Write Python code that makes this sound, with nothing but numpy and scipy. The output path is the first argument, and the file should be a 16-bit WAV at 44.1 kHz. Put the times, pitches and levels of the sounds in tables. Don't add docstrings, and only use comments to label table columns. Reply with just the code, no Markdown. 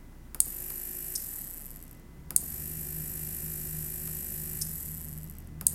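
import sys
import numpy as np
from scipy import signal
from scipy.fft import rfft, irfft, next_fast_len
from scipy.io import wavfile
from scipy.ndimage import uniform_filter1d, map_coordinates

SR = 44100
rng = np.random.default_rng(int(sys.argv[2]) if len(sys.argv) > 2 else 0)


def transcribe(u):
    v = np.clip(np.atleast_2d(u).T, -1, 1)
    q = np.round(v * 32767).astype(np.int16)
    wavfile.write(sys.argv[1], SR, q)


N = 253134
TIME = np.arange(N) / SR

# frequency in Hz, relative density in dB.
ROOM_TONE_SPECTRUM = [(12, -16.5), (20, -17.5), (70, -13.5), (96, -12.5), (158, -10), (301, -13),
                      (328, -14), (434, -24), (1370, -30.5), (1710, -32), (1960, -31.5), (2140, -36),
                      (4060, -42), (4420, -41.5), (16000, -40)]
MACHINE_RUMBLE_SPECTRUM = [(70, -9), (110, 0.5), (190, 6), (260, -7), (400, -12.5), (800, -49.5)]
BENCH_THUD_SPECTRUM = [(200, 9), (450, 3.5), (800, -23.5), (1100, -3), (2000, -53), (4000, -20.5)]
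BOARD_KNOCK_SPECTRUM = [(500, -7), (900, -6), (1600, -3.5), (1950, -14), (3500, -23.5)]
DOME_SNAP_SPECTRUM = [(700, -11.5), (2000, -3), (3000, -10.5), (4300, -14), (5400, -23.5), (7000, -4),
                      (10000, 6), (14000, 7), (16500, -15.5)]
RELAY_CLOSE_SPECTRUM = [(500, -30.5), (2000, -54.5), (3000, -33.5), (3600, -27.5), (4900, -19), (6100, -23),
                        (6700, -7), (7700, -7), (8400, 1), (9300, 3), (10800, -5), (12000, -3.5),
                        (13200, -17), (14200, -15.5), (16000, -12)]
RELAY_OPEN_SPECTRUM = [(2500, -27.5), (3800, -10.5), (4600, -5), (5200, 11), (6200, 8), (7400, 1.5),
                       (9000, 13.5), (11000, 2), (13000, 2), (16000, -24)]
FAN_AIR_SPECTRUM = [(150, -1.5), (280, -2), (430, -6), (750, -8.5), (1150, -26.5), (1800, -11.5),
                    (2300, -12.5), (2800, -10.5), (3600, -19.5), (6000, -12.5), (9000, -35)]
BRUSH_ON_COPPER_SPECTRUM = [(700, -34), (1300, -22), (1850, -13.5), (2300, -25.5), (2800, -30),
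                            (3600, -25.5), (5500, -18), (6600, -17.5), (7050, -6.5), (7450, -12),
                            (8400, -3), (9400, -8.5), (10800, 0), (12600, -5.5), (14100, -7.5),
                            (15100, -24.5)]
# frequency in Hz, mean level in dB rms.
HUM_TONES = [(28.9, -51.5), (59.5, -56), (120, -64), (161.5, -64), (323, -78.5), (974, -77.5), (2020, -75)]
# frequency in Hz, t60 in seconds.
ROOM_DECAY = [(300, 1), (3000, 0.66), (9000, 0.27), (15000, 0.15)]
# harmonic number, steady level and fluttering level in dB rms.
DRONE_PARTIALS = [(1, -49, -68), (2, -47, -52), (3, -62.5, -68)]
# start in seconds, snap level in dB, knock level in dB.
BUTTON_MOVES = [(0.3462, -20, -36), (0.703, -21, -42), (2.306, -17.5, -35.5), (4.075, -23, -41.5),
                (5.6112, -20, -35.5)]
# start in seconds, level in dB.
RELAY_CLOSINGS = [(0.4034, 1), (2.3628, 1), (5.6676, 1)]
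RELAY_OPENINGS = [(1.1537, -14), (4.6149, -14)]
# delay in seconds, relative level in dB.
CONTACT_BOUNCES = [(0, -4), (.0028, -7), (.0054, 0), (.0088, -8)]
# start in seconds, level in dB.
MOTOR_JOLTS = [(.466, -39), (2.425, -39.5), (5.73, -39)]
# power on and power off in seconds, angle at power off in turns,
# full speed in turns per second, air drag time in seconds.
MOTOR_RUNS = [(.403, 1.151, .01, 52.2, 1.895), (2.363, 4.615, .76, 52.27, 1.94), (5.667, 7, 0, 52.2, 1.9)]
# multiple of the turn rate, level at full speed in dB rms.
WHINE_TONES = [(10, -74), (14, -75), (30, -76), (31, -76), (34, -73), (36, -73), (37, -77), (46, -69),
               (52, -72), (56, -76), (104, -67), (106, -72), (115, -71)]
BLADE_TONES = [(6, -73), (7, -58)]
# place in turns, relative levels of scrape, main spring and top spring
# in dB, gain once coasting in dB, loss at standstill in dB.
COMMUTATOR_GAPS = [(.15, -36, -38, -49, 0, 14), (.335, -32.5, -36, -32, 0, 32),
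                   (.477, -32, -27.5, -44, 0, 13), (.667, -32.5, -27.5, -34, 1, 25),
                   (.83, -44, -44, -51, 5, 17), (.95, -36, -35, -42, 1, 28)]
# frequency in Hz, t60 in seconds, attack in seconds.
BRUSH_SPRINGS = [(7830, .016, .0003), (11950, .012, .0003), (13400, .005, .0005)]


def amp(db):
    return 10 ** (np.asarray(db) / 20)


def unit(x):
    return x / np.sqrt(np.mean(x ** 2) + 1e-20)


def along(points, hz):
    knots_hz, values = np.transpose(points)
    return np.interp(np.log(hz + 1), np.log(knots_hz + 1), values)


def step(t, middle, width):
    return .5 + .5 * np.tanh((t - middle) / width / 2)


def wobble(rate):
    return map_coordinates(rng.standard_normal(512), [TIME * rate], mode="wrap")


def noise(spectrum):
    size = next_fast_len(N + 8192)
    colour = amp(along(spectrum, np.fft.rfftfreq(size, 1 / SR)))
    return unit(irfft(rfft(rng.standard_normal(size)) * colour, size)[:N])


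def burst(spectrum, t60, size=4096):
    decay = amp(-60 * np.arange(size) / SR / t60)
    modes = rfft(rng.standard_normal(size) * decay)
    clumps = np.sqrt(uniform_filter1d(np.abs(modes) ** 2, int(3 * size / SR / t60) + 1))
    colour = amp(along(spectrum, np.fft.rfftfreq(size, 1 / SR)))
    cepstrum = irfft(np.log(colour / clumps))
    cepstrum[1:size // 2] *= 2
    cepstrum[size // 2:] = 0
    ring = irfft(modes * np.exp(rfft(cepstrum)))
    return ring / np.linalg.norm(ring) * np.linalg.norm(decay) / 2


def mode(hz, t60, attack, size=2048):
    t = np.arange(size) / SR
    return np.sin(2 * np.pi * hz * t) * amp(-60 * t / t60) * (1 - np.exp(-t / attack))


def strike(times, db, response):
    at = np.asarray(times)[:, None] * SR
    taps = np.floor(at).astype(int) + np.arange(-7, 9)
    kernel = np.sinc(taps - at) * np.cos(np.pi * (taps - at) / 16) ** 2
    pulses = np.bincount(np.clip(taps, 0, N).ravel(), (amp(db)[:, None] * kernel).ravel(), N + 1)[:N]
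    return signal.oaconvolve(pulses, response)[:N]


def room_tone(floor_db=-54, waver_db=2.1):
    out = amp(floor_db) * noise(ROOM_TONE_SPECTRUM)
    for hz, db in HUM_TONES:
        level = amp(db + waver_db * wobble(3.57))
        out += level * np.sqrt(2) * np.sin(2 * np.pi * hz * TIME + .31 * wobble(5.5))
    return out


def room_reflections(x, echo_db=-19, echo_s=.014, tail_db=-12):
    hz, t, white = signal.stft(rng.standard_normal(SR // 2), SR, nperseg=256)
    tail = signal.istft(white * amp(-60 * t / along(ROOM_DECAY, hz)[:, None]), SR, nperseg=256)[1]
    response = np.pad(tail / np.linalg.norm(tail) * amp(tail_db), (SR // 300, 0))
    response[round(echo_s * SR)] += amp(echo_db)
    return signal.fftconvolve(x, response)[:N]


def machine_drone(start_s=1.7, spin_up_s=.2, full_hz=77.45, rumble_db=-53, flutter_per_s=11):
    speed = 1 - np.exp(-np.maximum(TIME - start_s, 0) / spin_up_s)
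    phase = 2 * np.pi * full_hz * np.cumsum(speed) / SR
    out = amp(rumble_db) * noise(MACHINE_RUMBLE_SPECTRUM)
    for harmonic, tone_db, flutter_db in DRONE_PARTIALS:
        flutter = unit(wobble(flutter_per_s)) + 1j * unit(wobble(flutter_per_s))
        envelope = np.sqrt(2) * amp(tone_db) + amp(flutter_db) * flutter
        out += np.real(envelope * np.exp(1j * harmonic * phase))
    return step(TIME, middle=2.25, width=.13) * out


def bending_waves(x, lag_s=.016, fast_hz=1700):
    hz = np.fft.rfftfreq(2 * len(x), 1 / SR)
    delay = lag_s * np.clip(np.sqrt(fast_hz / (hz + 1)) - 1, 0, 1)
    return irfft(rfft(x, 2 * len(x)) * np.exp(-2j * np.pi * np.cumsum(delay) * hz[1]))


def push_button(knock, thud, ping_db=-12, thud_db=-4):
    times, snap_db, knock_db = np.transpose(BUTTON_MOVES)
    ping = amp(ping_db) * mode(hz=5030, t60=.0045, attack=.00026, size=4096)
    dome = burst(DOME_SNAP_SPECTRUM, t60=.0094) + ping
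    knocks = strike(times, knock_db, knock) + strike(times, knock_db + thud_db, thud)
    return strike(times, snap_db, dome) + knocks


def relay():
    times, db = np.transpose(RELAY_CLOSINGS)
    out = strike(times, db, burst(RELAY_CLOSE_SPECTRUM, t60=.011))
    times, db = np.transpose(RELAY_OPENINGS)
    for delay, bounce_db in CONTACT_BOUNCES:
        out += strike(times + delay, db + bounce_db, burst(RELAY_OPEN_SPECTRUM, t60=.014))
    return out


def motor_jolts(thud, hollow_db=-9):
    times, db = np.transpose(MOTOR_JOLTS)
    hollow = amp(hollow_db) * mode(hz=739, t60=.051, attack=.004, size=4096)
    return strike(times, db, thud + hollow)


def rotor(on, off, off_angle, full_speed, drag_s, spin_up_s=.046, friction_turns_per_s2=40.3):
    rising = full_speed * (1 - np.exp(-np.maximum(TIME - on, 0) / spin_up_s))
    braking = friction_turns_per_s2 * drag_s
    coasting = (full_speed + braking) * np.exp(-np.maximum(TIME - off, 0) / drag_s) - braking
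    turning = coasting > .09 * full_speed
    speed = np.minimum(coasting, rising) * turning
    turns = np.cumsum(speed) / SR
    return turns - np.interp(off, TIME, turns) + off_angle, speed / full_speed, (TIME > on) & (TIME < off)


def fan(motions, air_db=-59, resonance_width=.018):
    out, air = np.zeros(N), noise(FAN_AIR_SPECTRUM)
    for turns, speed, powered in motions:
        resonance = 1 / np.hypot(1, (1 - speed) / resonance_width)
        for multiple, db in WHINE_TONES:
            whine = np.sqrt(2) * np.sin(2 * np.pi * (multiple * turns + rng.random()))
            out += amp(db) * powered * resonance * whine
        for multiple, db in BLADE_TONES:
            out += amp(db) * speed * resonance * np.sqrt(2) * np.sin(2 * np.pi * multiple * turns)
        out += amp(air_db) * speed ** .5 * air
    return out


def gap_crossings(motions, place, even_place, even_at_loss=.6):
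    runs = []
    for (on, off, *_), (turns, speed, _) in zip(MOTOR_RUNS, motions):
        evenness = np.minimum((1 - speed) / even_at_loss, 1)
        angle = turns - place - (even_place - place) * evenness
        times = np.interp(np.arange(np.ceil(angle[0]), angle[-1]), angle, TIME)
        runs.append([times, 1 - np.interp(times, TIME, speed), times - on, np.maximum(times - off, 0)])
    return np.hstack(runs)


def brushes(motions, fresh_db=-2.5, bedded_db=-1.26, settle_s=.07, scatter_db=.88, grit_fade_db=8):
    out = np.zeros(N)
    low_spring, main_spring, top_spring = [mode(*spring) for spring in BRUSH_SPRINGS]
    for index, (place, scrape_db, main_db, top_db, coast_db, loss_db) in enumerate(COMMUTATOR_GAPS):
        even_place = .135 + index / len(COMMUTATOR_GAPS)
        times, slowness, since_on, since_off = gap_crossings(motions, place, even_place)
        slip, force = rng.standard_normal((2, 512, 5))[:, :len(times)].transpose(0, 2, 1)
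        settled = 1 - np.exp(-since_off / settle_s)
        db = coast_db * settled - loss_db * slowness ** 3 + scatter_db * force
        bedded = step(since_on, middle=.65, width=.08)
        contact_db = scrape_db + fresh_db + (bedded_db - fresh_db) * bedded - .8 * slowness
        edge = burst(BRUSH_ON_COPPER_SPECTRUM, t60=.0061)
        grit = burst(BRUSH_ON_COPPER_SPECTRUM, t60=.0056)
        parts = [(edge, 8e-6, contact_db + 7),
                 (grit, 1.2e-4, contact_db + 2 - grit_fade_db * slowness),
                 (low_spring, 2e-5, contact_db - 11 + 2 * bedded),
                 (main_spring, 2.5e-5, main_db),
                 (top_spring, 4e-5, top_db + 5)]
        for part, (response, jitter_s, part_db) in enumerate(parts):
            out += strike(times + jitter_s * slip[part], db[part] + part_db, response)
    return out


def scene():
    motions = [rotor(*run) for run in MOTOR_RUNS]
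    clicks = relay()
    knock = bending_waves(burst(BOARD_KNOCK_SPECTRUM, t60=.06))
    thud = burst(BENCH_THUD_SPECTRUM, t60=.11)
    clicks += push_button(knock, thud) + motor_jolts(thud) + brushes(motions)
    return (clicks + room_reflections(clicks) + fan(motions) + room_tone() + machine_drone())[None]


def record(dry, ceiling=.92, top_hz=16050):
    rounded = dry / (1 + (dry / ceiling) ** 8) ** .125
    size = next_fast_len(N + 8192)
    in_band = np.fft.rfftfreq(size, 1 / SR) < top_hz
    return irfft(rfft(rounded, size) * in_band, size)[:, :N]


dry = scene()
out = record(dry)
transcribe(out)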